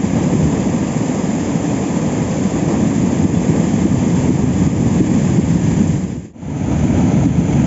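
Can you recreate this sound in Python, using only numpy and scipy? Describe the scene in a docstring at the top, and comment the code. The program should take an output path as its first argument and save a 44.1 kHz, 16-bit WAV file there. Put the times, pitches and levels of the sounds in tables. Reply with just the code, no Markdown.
"""At a concrete weir a river pours into a pool of white water, heard by a mono microphone at two spots on the bank.
Clouds of trapped air throb in the plunge pool, single bubbles ring in the foam, and spray patters back as a fine hiss;
all three are random impulses ringing resonators, mixed with noise. Now and then a mass of air collapses with a thump:
the roar swells briefly, and a limiter ducks the whole rush where peaks pass its ceiling. A far bird, two swept sines,
chirps faintly twice at the first spot. The sound fades out there and fades in again at the second spot."""
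import sys
import numpy as np
from scipy import signal
from scipy.fft import rfft, irfft, next_fast_len
from scipy.io import wavfile
from scipy.ndimage import uniform_filter1d, minimum_filter1d

SR = 44100
rng = np.random.default_rng(int(sys.argv[2]) if len(sys.argv) > 2 else 0)


def generate_wav(signal):
    """Clip the signal to [-1, 1] and save it as 16-bit WAV at the path in sys.argv[1]."""
    frames = np.transpose(np.atleast_2d(signal))
    scaled = np.clip(frames, -1, 1) * 32767
    pcm = np.round(scaled).astype(np.int16)
    wavfile.write(sys.argv[1], SR, pcm)


N = 337806


def from_db(db):
    """Decibels to gain."""
    return 10 ** (np.asarray(db) / 20)


def rms_one(x):
    """Scale to an rms of 1."""
    return x / np.sqrt(np.mean(x ** 2) + 1e-20)


def in_time(rows):
    """Each column after the time as a curve over all samples, straight between the rows."""
    time_s, *columns = np.transpose(rows)
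    return [np.interp(np.arange(N) / SR, time_s, column) for column in columns]


def bump(center_s, length_s):
    """A smooth rise and fall from 0 to 1 and back, centred on a moment."""
    shape_s = center_s + length_s * np.linspace(-.5, .5, 33)
    return np.interp(np.arange(N) / SR, shape_s, np.hanning(33))


def drift(rate_hz):
    """Slow chance with a spread of 1: noise twice through a one-pole low-pass."""
    step = 40  # samples between slow values
    pole = np.exp(-2 * np.pi * rate_hz * step / SR)
    noise = rng.standard_normal(N // step + 2002)
    # the first values, where the filter settles, are dropped
    slow = signal.lfilter([1], [1, -2 * pole, pole * pole], noise)[2000:]
    return np.interp(np.arange(N) / step, np.arange(len(slow)), rms_one(slow))


def coloured(x, spectrum):
    """Filter a sound by a spectral curve that falls away steeply past its ends; rms 1."""
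    size = next_fast_len(N)
    octave = np.log2(np.maximum(np.arange(size // 2 + 1) * SR / size, 1))
    pitch_hz, level_db = np.transpose(spectrum)
    edge = np.log2(pitch_hz)
    octaves_outside = np.abs(octave - np.clip(octave, edge[0], edge[-1]))
    gain_db = np.interp(octave, edge, level_db) - 60 * octaves_outside
    return rms_one(irfft(rfft(x, size) * from_db(gain_db), size)[:N])


def grains(per_s, spread_db, low_hz, high_hz, cycles, count):
    """Random impulses of uneven size ring resonators that fall 60 dB in some cycles; even in spectrum, rms 1."""
    born = np.flatnonzero(rng.random(N) < per_s / SR)
    size, sign, pitch = rng.random((N, 3))[:len(born)].T
    # many small impulses and a few large ones, capped in size
    size_db = spread_db * np.minimum(-np.log(1 - size), 4)
    push = from_db(size_db) * np.sign(sign - .5)
    resonator = (pitch * count).astype(int)
    out = np.zeros(N)
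    for k, hz in enumerate(np.geomspace(low_hz, high_hz, count)):
        clicks = np.zeros(N)
        clicks[born] = push * (resonator == k)
        radius = np.exp(-np.log(1000) * hz / (cycles * SR))
        angle = 2 * np.pi * hz / SR
        ringing = signal.lfilter([1, 0, -1], [1, -2 * radius * np.cos(angle), radius ** 2], clicks + 1e-18)
        # higher resonators cover more hertz, so they carry more power
        out += np.sqrt(hz) * rms_one(ringing)
    return rms_one(out)


# colour of the plunge pool at the first and second spot: pitch_hz, level_db (relative, per Hz)
ROAR_COLOUR_FIRST = [(15, -38), (30, -31), (45, -19.5), (62, -10.5), (85, -5), (120, -3.5), (165, 0.67),
                     (265, -2), (320, -6.5), (390, -14), (450, -19.5)]
ROAR_COLOUR_SECOND = [(18, -43.5), (35, -29), (50, -21), (72, -6.5), (118, -5), (152, -0.5), (195, -4),
                      (245, -4.5), (310, -9.5), (365, -17.5), (450, -29)]
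# depth of the plunge; a deeper one traps larger, lower clouds: time_s, bass_lift_db (treble gets the opposite)
PLUNGE_DEPTH = [(.4, 0.2), (.9, -2.3), (3.7, -1.4), (4.6, 1.8), (5.3, 0.8), (5.9, 2.5), (6.5, -0.9),
                (7.1, 0.7)]


def roar(spectrum, churn_db=0.0, throb_db=-0.1, pivot_hz=180):
    """Air clouds pulse for a few cycles each over the churning of the pool."""
    clouds = grains(per_s=700, spread_db=3.0, low_hz=55.0, high_hz=415, cycles=6.6, count=14)
    churn = coloured(rng.standard_normal(N), [(20, 0.0014), (500, 0.0025)])
    pool = coloured(clouds + from_db(churn_db) * churn, spectrum)
    # the large clouds and the small ones trade level as the plunge deepens
    large = signal.sosfiltfilt(signal.butter(2, pivot_hz, fs=SR, output="sos"), pool)
    small = pool - large
    lift_db, = in_time(PLUNGE_DEPTH)
    pool = large * from_db(lift_db) + small * from_db(-lift_db)
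    # so many clouds overlap that the power over a quarter second hardly varies
    power = uniform_filter1d(pool ** 2, size=SR // 4)
    steady = pool / np.sqrt(power + 1e-12)
    return rms_one(steady * from_db(throb_db * drift(21)))


# colour of the foam at the first and second spot: pitch_hz, level_db (relative, per Hz)
FOAM_COLOUR_FIRST = [(400, -3.5), (480, -0.5), (620, -5.5), (950, -9.5), (1060, -13.5), (1220, -15.5),
                     (1400, -26), (1500, -30)]
FOAM_COLOUR_SECOND = [(400, -1), (460, -.5), (560, -4), (610, -2), (900, -7), (1000, -9.5), (1070, -19),
                      (1140, -18.5), (1280, -13.5), (1500, -23)]


def foam(spectrum, folding, wash_db=0.0, folding_db=-0.04):
    """Bubbles ring, more of them as the white water folds over; far ones merge into a wash."""
    bubbles_per_s = 2400 * from_db(2.5 * folding)
    bubbles = grains(bubbles_per_s, spread_db=2.5, low_hz=390.5, high_hz=1558, cycles=8.6, count=20)
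    wash = coloured(rng.standard_normal(N), [(350, 0), (1600, 0.0091)])
    return coloured((bubbles + from_db(wash_db) * wash) * from_db(folding_db * folding), spectrum)


# colour of the spray at the first and second spot: pitch_hz, level_db (relative, per Hz)
SPRAY_COLOUR_FIRST = [(1300, -17), (1500, -4.5), (1720, 0), (2350, -2.5), (2850, -7.5), (3480, -8.5),
                      (3620, -12), (4200, -15.5), (5120, -9.5), (5680, -15), (5950, -6.5), (6400, -5),
                      (6900, -0.9), (7550, -0.5)]
SPRAY_COLOUR_SECOND = [(1300, -18), (1520, -1), (1900, -1.5), (2250, 1), (2850, -6), (3480, -7.5),
                       (3620, -12.5), (4400, -14.5), (4900, -14), (5720, -15), (6000, -5), (6900, -2.5),
                       (7300, -2.5), (7550, -10.5)]


def spray(spectrum, folding, mist_db=0.0, folding_db=0.21, flicker_db=0.07):
    """Drops and tiny bubbles tick in bursts over a smooth mist."""
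    drops_per_s = 7000 * from_db(2.5 * drift(25))
    drops = grains(drops_per_s, spread_db=2.0, low_hz=1340, high_hz=7960, cycles=6, count=16)
    mist = coloured(rng.standard_normal(N), [(1200, 0), (8000, 0.008)])
    level_db = folding_db * folding + flicker_db * drift(45)
    return coloured((drops + from_db(mist_db) * mist) * from_db(level_db), spectrum)


# the white water folds over in a bigger splash: center_s, foam_rise_db
BIG_SPLASHES = [(.19, 2.5), (2.73, 3.5), (3.58, 3), (4.21, 1.5), (5.25, 1.5), (6.73, 4), (6.98, 3),
                (7.1, 3.5), (7.61, 0)]


def splash_rise(length_s=0.12):
    """Bigger splashes as a smooth rise and fall of level in dB."""
    return sum(rise_db * bump(center_s, length_s) for center_s, rise_db in BIG_SPLASHES)


# a mass of trapped air collapses with a thump: center_s, peak_db (aim for the swollen part of the roar)
AIR_THUMPS = [(.355, -3.5), (3.255, -1), (3.499, -2.5), (3.861, -1.8), (4.3, 0), (4.438, -2.5),
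              (4.671, -.7), (5.01, -2.5), (5.393, 0), (5.56, 0), (5.812, -2.1), (7.267, 0.5), (7.39, 0)]


def thumping(pool, lowest_hz=120, length_s=0.027):
    """The air clouds pulse together and the roar, but for its deepest part, swells towards the thump's peak."""
    clouds = signal.sosfiltfilt(signal.butter(3, lowest_hz, "high", fs=SR, output="sos"), pool)
    out = pool.copy()
    for center_s, peak_db in AIR_THUMPS:
        swell = clouds * bump(center_s, length_s)
        # a roar that is already louder is left alone
        out += swell * max(from_db(peak_db) / np.abs(swell).max() - 1, 0)
    return out


# the plunge pool at the first and second spot swells and eases slowly: time_s, roar_db, foam_db
POOL_FLOW_FIRST = [(0, -16, -28), (.45, -13.5, -26), (.85, -17.5, -27), (2.45, -17, -26.5),
                   (2.75, -14.5, -26.5), (3.6, -14.5, -28), (4.6, -13, -27.5), (5.3, -13.5, -28.5),
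                   (6, -13, -30.5)]
POOL_FLOW_SECOND = [(6.5, -14, -27), (7.1, -11.5, -27.5), (7.66, -12.5, -28)]


def weir(flow, spray_db, roar_colour, foam_colour, spray_colour, spray_share=0.26):
    """The weir from one spot; bigger splashes lift the foam, and the spray by a share of that rise."""
    roar_db, foam_db = in_time(flow)
    folding = drift(18)  # shared by foam and spray
    rise_db = splash_rise()
    plunge_pool = thumping(from_db(roar_db) * roar(roar_colour))
    bubbling = from_db(foam_db + rise_db) * foam(foam_colour, folding)
    hiss = from_db(spray_db + spray_share * rise_db) * spray(spray_colour, folding)
    return plunge_pool + bubbling + hiss


# faint chirps of a far bird: start_s, length_s, start_hz, end_hz, level_db (rms before its soft ends)
BIRD_CHIRPS = [(3.328, .07, 3400, 3490, -47.5), (3.705, 0.09, 3070, 3480, -50)]


def bird():
    """Each chirp is a rising sine whistle with soft ends, barely clear of the water."""
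    out = np.zeros(N)
    for start_s, length_s, start_hz, end_hz, level_db in BIRD_CHIRPS:
        at, size = round(start_s * SR), round(length_s * SR)
        phase = 2 * np.pi * np.cumsum(np.linspace(start_hz, end_hz, size)) / SR
        whistle = np.sqrt(2) * np.sin(phase) * signal.windows.tukey(size, .5)
        out[at:at + size] += from_db(level_db) * whistle
    return out


CHANGE_S = 6.325  # moment the microphone's spot changes


def fade(out_s=0.54, in_s=.51, floor_db=-34.5):
    """The gain falls in a straight line to the change of spot and climbs back after it."""
    since_s = np.arange(N) / SR - CHANGE_S
    return np.minimum(from_db(floor_db) + np.maximum(-since_s / out_s, since_s / in_s), 1)


def scene():
    """The weir from the first spot with the bird, then from the second, in mono."""
    first = weir(POOL_FLOW_FIRST, -33.5, ROAR_COLOUR_FIRST, FOAM_COLOUR_FIRST, SPRAY_COLOUR_FIRST) + bird()
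    second = weir(POOL_FLOW_SECOND, -35, ROAR_COLOUR_SECOND, FOAM_COLOUR_SECOND, SPRAY_COLOUR_SECOND)
    return np.where(np.arange(N) / SR < CHANGE_S, first, second)[None]


def limited(x, ceiling_db=-2.8, release_db_per_s=23, opening_duck_db=1.5):
    """A limiter, already ducked at the start, dips just ahead of each peak over the ceiling and recovers slowly."""
    over_db = np.maximum(20 * np.log10(np.abs(x) + 1e-9) - ceiling_db, 0)
    # held peaks minus a steady ramp: the duck eases at the release rate
    ramp_db = release_db_per_s * np.arange(N) / SR
    held_db = np.maximum(np.maximum.accumulate(over_db + ramp_db, axis=-1), opening_duck_db)
    gain_db = ramp_db - held_db
    look_ahead = 353  # samples, 8 ms
    early_db = minimum_filter1d(gain_db, size=look_ahead)
    return x * from_db(uniform_filter1d(early_db, size=look_ahead))


def record(dry, cutoff_hz=7580):
    """The limiter ducks the peaks; then come the fades and a steep cut of the top."""
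    faded = limited(dry) * fade()
    low_pass = signal.firwin(1601, cutoff_hz, window="blackman", fs=SR)
    return signal.fftconvolve(faded, low_pass[None], mode="same")


dry = scene()
out = record(dry)
generate_wav(out)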